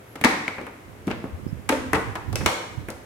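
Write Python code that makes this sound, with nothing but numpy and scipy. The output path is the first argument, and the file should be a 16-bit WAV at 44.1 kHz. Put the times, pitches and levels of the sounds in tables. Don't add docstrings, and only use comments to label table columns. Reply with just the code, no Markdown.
import sys
import numpy as np
from scipy import signal
from scipy.fft import rfft, irfft, next_fast_len
from scipy.io import wavfile

SR = 44100
rng = np.random.default_rng(int(sys.argv[2]) if len(sys.argv) > 2 else 0)


def dump(signal):
    limited = np.clip(np.atleast_2d(signal).T, -1, 1)
    pcm = np.round(limited * 32767).astype(np.int16)
    wavfile.write(sys.argv[1], SR, pcm)


N = 134505
FFT_SIZE = 65536
TOP_HZ = 16200

# (frequency [Hz], likeness [0-1])
DIRECT_LIKENESS = [(250, 1), (1000, 0.75), (2200, 0.087), (5000, 0.14), (12000, 0.061)]
# (frequency [Hz], likeness [0-1])
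ROOM_LIKENESS = [(100, 1), (290, 0.95), (640, 0.19), (1400, 0), (12000, 0.027)]


def amp(db):
    return 10 ** (np.asarray(db) / 20)


def fade(t, t60):
    return np.exp(-np.log(1000) * t / t60)


def unit(x):
    return x / np.sqrt(np.mean(x ** 2) + 1e-20)


def unit_energy(x):
    return unit(x) / np.sqrt(x.shape[-1])


def along(points, hz):
    f, v = np.transpose(points)
    return np.interp(np.log(hz + 1), np.log(f + 1), v)


def bell(x, centre, width):
    return np.exp(-((x - centre) / width) ** 2)


def pan(db):
    return amp(np.array([[db], [-db]]) / 2)


def add(out, s, x):
    i = max(0, round(s * SR))
    out[:, i:i + x.shape[-1]] += x[..., :N - i]


def noise(size, alike, tone=None):
    m = next_fast_len(size)
    hz = np.fft.rfftfreq(m, 1 / SR)
    turn = np.arccos(np.clip(along(alike, hz), -1, 1)) / 2
    gain = amp(along(tone, hz)) if tone else 1
    spectrum = rfft(rng.standard_normal((2, m))) * gain
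    mid, side = irfft(spectrum * [np.cos(turn), np.sin(turn)], m)[:, :size]
    return unit(np.array([mid + side, mid - side]))


def dying(x, t60s):
    hz, t, z = signal.stft(x, SR, nperseg=256)
    t60 = along(t60s, hz)[:, None]
    faded = z * fade(t, t60) / np.sqrt(t60)
    return unit_energy(signal.istft(faded, SR, nperseg=256)[1][:, :x.shape[1]])


def causal(x, gain):
    cep = irfft(np.log(gain))
    cep[1:FFT_SIZE // 2] *= 2
    cep[FFT_SIZE // 2 + 1:] = 0
    return irfft(rfft(x, FFT_SIZE) * np.exp(rfft(cep)))[:, :x.shape[1]]


def ventilation():
    # (frequency [Hz], relative level [dB per Hz])
    hush_tone = [(20, -23), (50, -11), (100, -2.5), (170, -9), (420, -7), (760, -14), (2100, -18.5),
                 (4300, -31.5), (12300, -33), (16000, -40)]
    hush_db, hum_hz, hum_db = -46.5, 108, -53
    drift = np.cumsum(rng.standard_normal(N)) / np.sqrt(SR)
    hum = np.sin(2 * np.pi * (hum_hz * np.arange(N) / SR + drift))
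    return amp(hush_db) * noise(N, ROOM_LIKENESS, hush_tone) + amp(hum_db) * hum


def handling():
    # (time [s], level [dB])
    rumble_level = [(0, -65), (.8, -64), (.89, -46.5), (1.02, -54), (1.1, -42), (1.3, -47.5), (1.4, -38.5),
                    (1.56, -39.5), (1.65, -46), (1.9, -41), (2.06, -40), (2.23, -46), (2.3, -32),
                    (2.44, -30.5), (2.6, -57), (2.72, -47.5), (2.8, -36.5), (3.05, -58)]
    # (frequency [Hz], relative level [dB])
    rumble_colour = [(20, -40), (50, -2), (90, 1.5), (150, -9), (300, -13), (900, -53.5)]
    # (time [s], frequency [Hz], half length [s], left level [dB], right level [dB])
    port_bumps = [(1.344, 82, 0.019, -23, -42), (1.4669, 158, 0.0015, -41, -9.5),
                  (1.53, 134, 0.0031, -43, -13), (2.09, 108, 0.018, -39, -22.5),
                  (2.286, 89.5, 0.0081, -40, -18), (2.338, 104.3, 0.02, -43, -18),
                  (2.397, 80, 0.0078, -28, -17.5), (2.414, 116, 0.007, -38, -20.5),
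                  (2.783, 114, 0.0073, -53, -17)]
    t = np.arange(N) / SR
    level = amp(np.interp(t, *np.transpose(rumble_level)))
    out = level * noise(N, [(100, 0.092)], rumble_colour) * pan(-11.5)
    for s, hz, half_s, left_db, right_db in port_bumps:
        swing = np.cos(2 * np.pi * (hz * (t - s) + rng.random((2, 1))))
        out += amp([[left_db], [right_db]]) * swing * bell(t, s, half_s)
    return out


def squeaks():
    # (time [s], length [s], frequency [Hz], half width [Hz], level before the swell [dB])
    skin_slides = [(0.038, 0.14, 11380, 220, -58), (1.46, 0.061, 5100, 170, -59)]
    out = np.zeros((2, N))
    for s, length_s, hz, width_hz, db in skin_slides:
        n = round(length_s * SR)
        band = bell(np.fft.rfftfreq(n, 1 / SR), hz, width_hz)
        whistle = unit(irfft(rfft(rng.standard_normal((2, n))) * band, n))
        add(out, s, amp(db) * np.hanning(n) * whistle)
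    return out


def shop():
    # (frequency [Hz], time to fall 60 dB [s])
    room_decay = [(150, 0.68), (400, 0.74), (1000, 0.8), (2500, 0.75), (7000, 0.73), (14000, 0.47)]
    # (frequency [Hz], relative level [dB])
    room_colour = [(150, -2), (500, 3), (2000, 0.5), (4500, 0), (9000, -3), (15000, -6.5)]
    delay_s, rise_s = 0.0029, 0.0014
    t = np.arange(SR) / SR
    rise = 1 - np.exp(-np.maximum(t - delay_s, 0) / rise_s)
    return unit_energy(rise * dying(noise(SR, ROOM_LIKENESS, room_colour), room_decay))


def cracking(t, slip_s):
    ripple = 0.6
    burst = unit_energy(noise(len(t), DIRECT_LIKENESS) * fade(np.maximum(t - slip_s, 0), 0.012))
    power = np.mean(np.abs(rfft(burst, FFT_SIZE)) ** 2, axis=0)
    return unit_energy(causal(burst, 1 / np.sqrt(power + ripple)))


def shell_modes(t):
    # (frequency [Hz], typical relative level [dB], time to fall 60 dB [s])
    shell_table = [(235.4, -3, 0.16), (262.7, 3, 0.16), (296, -3, 0.33), (315.3, 0.5, 0.31),
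                   (336, -1.5, 0.3), (436.5, 0, 0.3), (543.6, 3, 0.15), (606.6, 4, 0.15), (836, 6.5, 0.057),
                   (887, 1, 0.28), (960, -12, 0.2), (1135, -2.5, 0.14), (1950, -5.5, 0.34)]
    modes = np.zeros(len(t))
    for k, (hz, db, t60) in enumerate(shell_table):
        sign = (-1) ** (k // 3)
        level = amp(db + 2 * rng.standard_normal())
        modes += sign * level * np.sin(2 * np.pi * hz * t) * fade(t, t60)
    return unit_energy(modes)


def coloured(x, octaves, bass_db, peaks):
    # (frequency [Hz], level against the lowest octave, before the bass setting [dB])
    bass_slope = [(40, -18), (110, -8.5), (170, -1.5)]
    top_fall_db = -8.5
    hz = np.fft.rfftfreq(FFT_SIZE, 1 / SR)
    bass = [(f, octaves[0][1] + db + bass_db) for f, db in bass_slope]
    top = [(TOP_HZ, octaves[-1][1] + top_fall_db)]
    level_db = along(bass + octaves + top, hz)
    level_db = level_db + sum(db * bell(hz, centre, width) for centre, width, db in peaks)
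    return causal(x, amp(level_db) * SR / np.sqrt(140 * (hz + 20)))


def contact(slip_s, room_db, shell_db, octaves, bass_db=0, peaks=()):
    # (frequency [Hz], time to fall 60 dB [s])
    dense_decay = [(200, 0.084), (1000, 0.2), (2200, 0.043), (5000, 0.13), (12000, 0.025)]
    # (frequency [Hz], relative level [dB])
    dense_colour = [(1000, -1.5), (2500, -1), (6000, -14), (14000, -12)]
    dense_db, shell_base_db = -4, -19.5
    t = np.arange(SR // 3) / SR
    crack = cracking(t, slip_s)
    dense = amp(dense_db) * dying(noise(len(t), DIRECT_LIKENESS, dense_colour), dense_decay)
    modes = amp(shell_base_db + shell_db) * shell_modes(t)
    build_up = 1 - np.exp(-2 * t / slip_s)
    ring = (dense + modes) * build_up
    size = np.linalg.norm(crack + ring) / np.sqrt(2)
    radiated = unit_energy((t == 0) + amp(-4.5) * ring[:1] / size)
    heard = amp(room_db) * signal.fftconvolve(radiated, shop(), axes=1)[:, :SR]
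    heard[:, :len(t)] += (crack + ring) / size * pan(2)
    return coloured(heard, octaves, bass_db, peaks)


def fingers():
    tap_octaves = [300, 1000, 2300, 4500, 11000]
    # (time [s], slip [s], then one level for each tap octave [dB])
    tap_table = [ (.155, 0.0069, -43, -42, -41.5, -50, -49.5),
                 (.2121, 0.0026, -34, -43.5, -34, -46.5, -39.5),
                 (0.4794, 0.0023, -39.5, -34, -35.5, -39.5, -46), (.582, 0.0038, -36.5, -39, -39, -66, -62),
                 (.613, 0.0014, -36.5, -48, -47, -56, -58), (0.666, 0.0038, -54, -39.5, -42, -61, -51),
                 (1.07, .0025, -27.5, -57, -53, -48.5, -49), (1.077, 0.0075, -32, -36, -36.5, -51, -51),
                 (1.1006, 0.0021, -37, -55, -40, -58, -55), (1.106, 0.0024, -30, -40.5, -37, -53, -57),
                 (1.1123, 0.0031, -49, -39, -33.5, -41, -55), (1.241, 0.00094, -32, -40.5, -50.5, -65, -58),
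                 (2.154, 0.0067, -42, -31, -35, -44.5, -44.5),
                 (2.328, 0.0028, -39.5, -40, -47.5, -43.5, -45.5),
                 (2.408, .0104, -36, -39.5, -34.5, -55, -65),
                 (2.8856, 0.0022, -36.5, -40.5, -37.5, -58.5, -42),
                 (2.9023, 0.0018, -43, -44.5, -51, -42.5, -41.5)]
    out = np.zeros((2, N))
    for s, slip_s, *levels in tap_table:
        add(out, s, contact(slip_s, room_db=-6, shell_db=0, octaves=list(zip(tap_octaves, levels))))
    return out


def pings():
    # (time [s], frequency [Hz], level before panning and build-up [dB], time to fall 60 dB [s])
    ping_table = [(0.4797, 2190, -6, 0.0099), (1.691, 2445, -35, 0.097), (2.3571, 2600, -30.5, 0.11),
                  (2.3568, 5555, -48, 0.22), (2.4588, 5590, -54, 0.28)]
    out, t = np.zeros((2, N)), np.arange(SR // 4) / SR
    for s, hz, db, t60 in ping_table:
        build_up = 1 - np.exp(-t / 0.00053)
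        ping = amp(db) * np.sin(2 * np.pi * hz * t) * fade(t, t60) * build_up
        add(out, s, ping * pan(7))
        add(out, s, amp(-7.5) * signal.fftconvolve(ping[None], shop(), axes=1))
    return out


def snaps():
    snap_octaves = [270, 550, 1000, 2000, 4000, 9000]
    # (time [s], slip [s], room level [dB], shell ring change [dB], favoured resonance [Hz],
    #  deep bass change [dB], share of latch colour [0-1], then one level for each snap octave [dB])
    snap_table = [ (0.2395, 0.00082, -2.5, 11, 241, -0.5, 0.58, -37, -33.5, -22.5, -16, -30, -29.5),
                  (.2459, 0.0028, -4.5, 3.5, 228, 0, 0.26, -22.5, -27.5, -17, -32, -21, -26.5),
                  (.252, 0.00096, -3.5, 4, 324, -10, 0.11, -25.5, -31.5, -34.5, -18.5, -50, -38),
                  (1.6905, 0.0044, -4.5, -21, 265, -7.5, 0.0073, -30, -43, -26.5, -23.5, -31.5, -27),
                  (1.695, 0.0014, -3.5, 14, 253, -17.5, 0.18, -24.5, -33, -26.5, -31.5, -37, -40),
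                  (1.7225, 0.0042, -6.5, 5.5, 554, -10.5, 0.2, -27.5, -29, -42, -29, -36, -54),
                  (1.9319, 0.002, -4.5, 3, 427, -2.5, 0.3, -24, -31, -22, -22.5, -38.5, -30),
                  (1.945, 0.013, -6, 0, 151, -3.5, 0, -30.5, -42, -28.5, -24.5, -35, -43),
                  (1.9549, 0.0047, -14, 12, 820, 10.5, 0, -34, -27, -33, -27.5, -41, -44),
                  (2.3564, 0.0014, -4.5, 8, 5400, -3, 0.31, -39.5, -35, -42.5, -33, -34.5, -29),
                  (2.4604, 0.0033, -3, 3.5, 532, -5, 1, -29, -29, -19.5, -24, -23.5, -24)]
    # (frequency [Hz], half width [Hz], change [dB])
    latch_colour = [(2210, 160, 8.5), (3520, 490, 2), (5000, 270, -7), (5600, 110, 5.5), (6150, 130, -2)]
    boom_db, boom_width = 7, 0.13
    out = np.zeros((2, N))
    for s, slip_s, room_db, shell_db, boom_hz, bass_db, share, *levels in snap_table:
        peaks = [(boom_hz, boom_hz * boom_width, boom_db)]
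        peaks += [(hz, width, share * db) for hz, width, db in latch_colour]
        octaves = list(zip(snap_octaves, levels))
        add(out, s, contact(slip_s, room_db, shell_db, octaves, bass_db, peaks))
    return out


def scene():
    return ventilation() + handling() + squeaks() + fingers() + pings() + snaps()


def record(dry):
    low_cut_hz, clip_top = 38, 1
    lean = signal.sosfilt(signal.butter(2, low_cut_hz, "high", fs=SR, output="sos"), dry)
    held = lean / (1 + np.abs(lean / clip_top) ** 6) ** (1 / 6)
    m = next_fast_len(N + SR // 2)
    in_band = np.fft.rfftfreq(m, 1 / SR) < TOP_HZ
    return irfft(rfft(held, m) * in_band, m)[:, :N]


dry = scene()
out = record(dry)
dump(out)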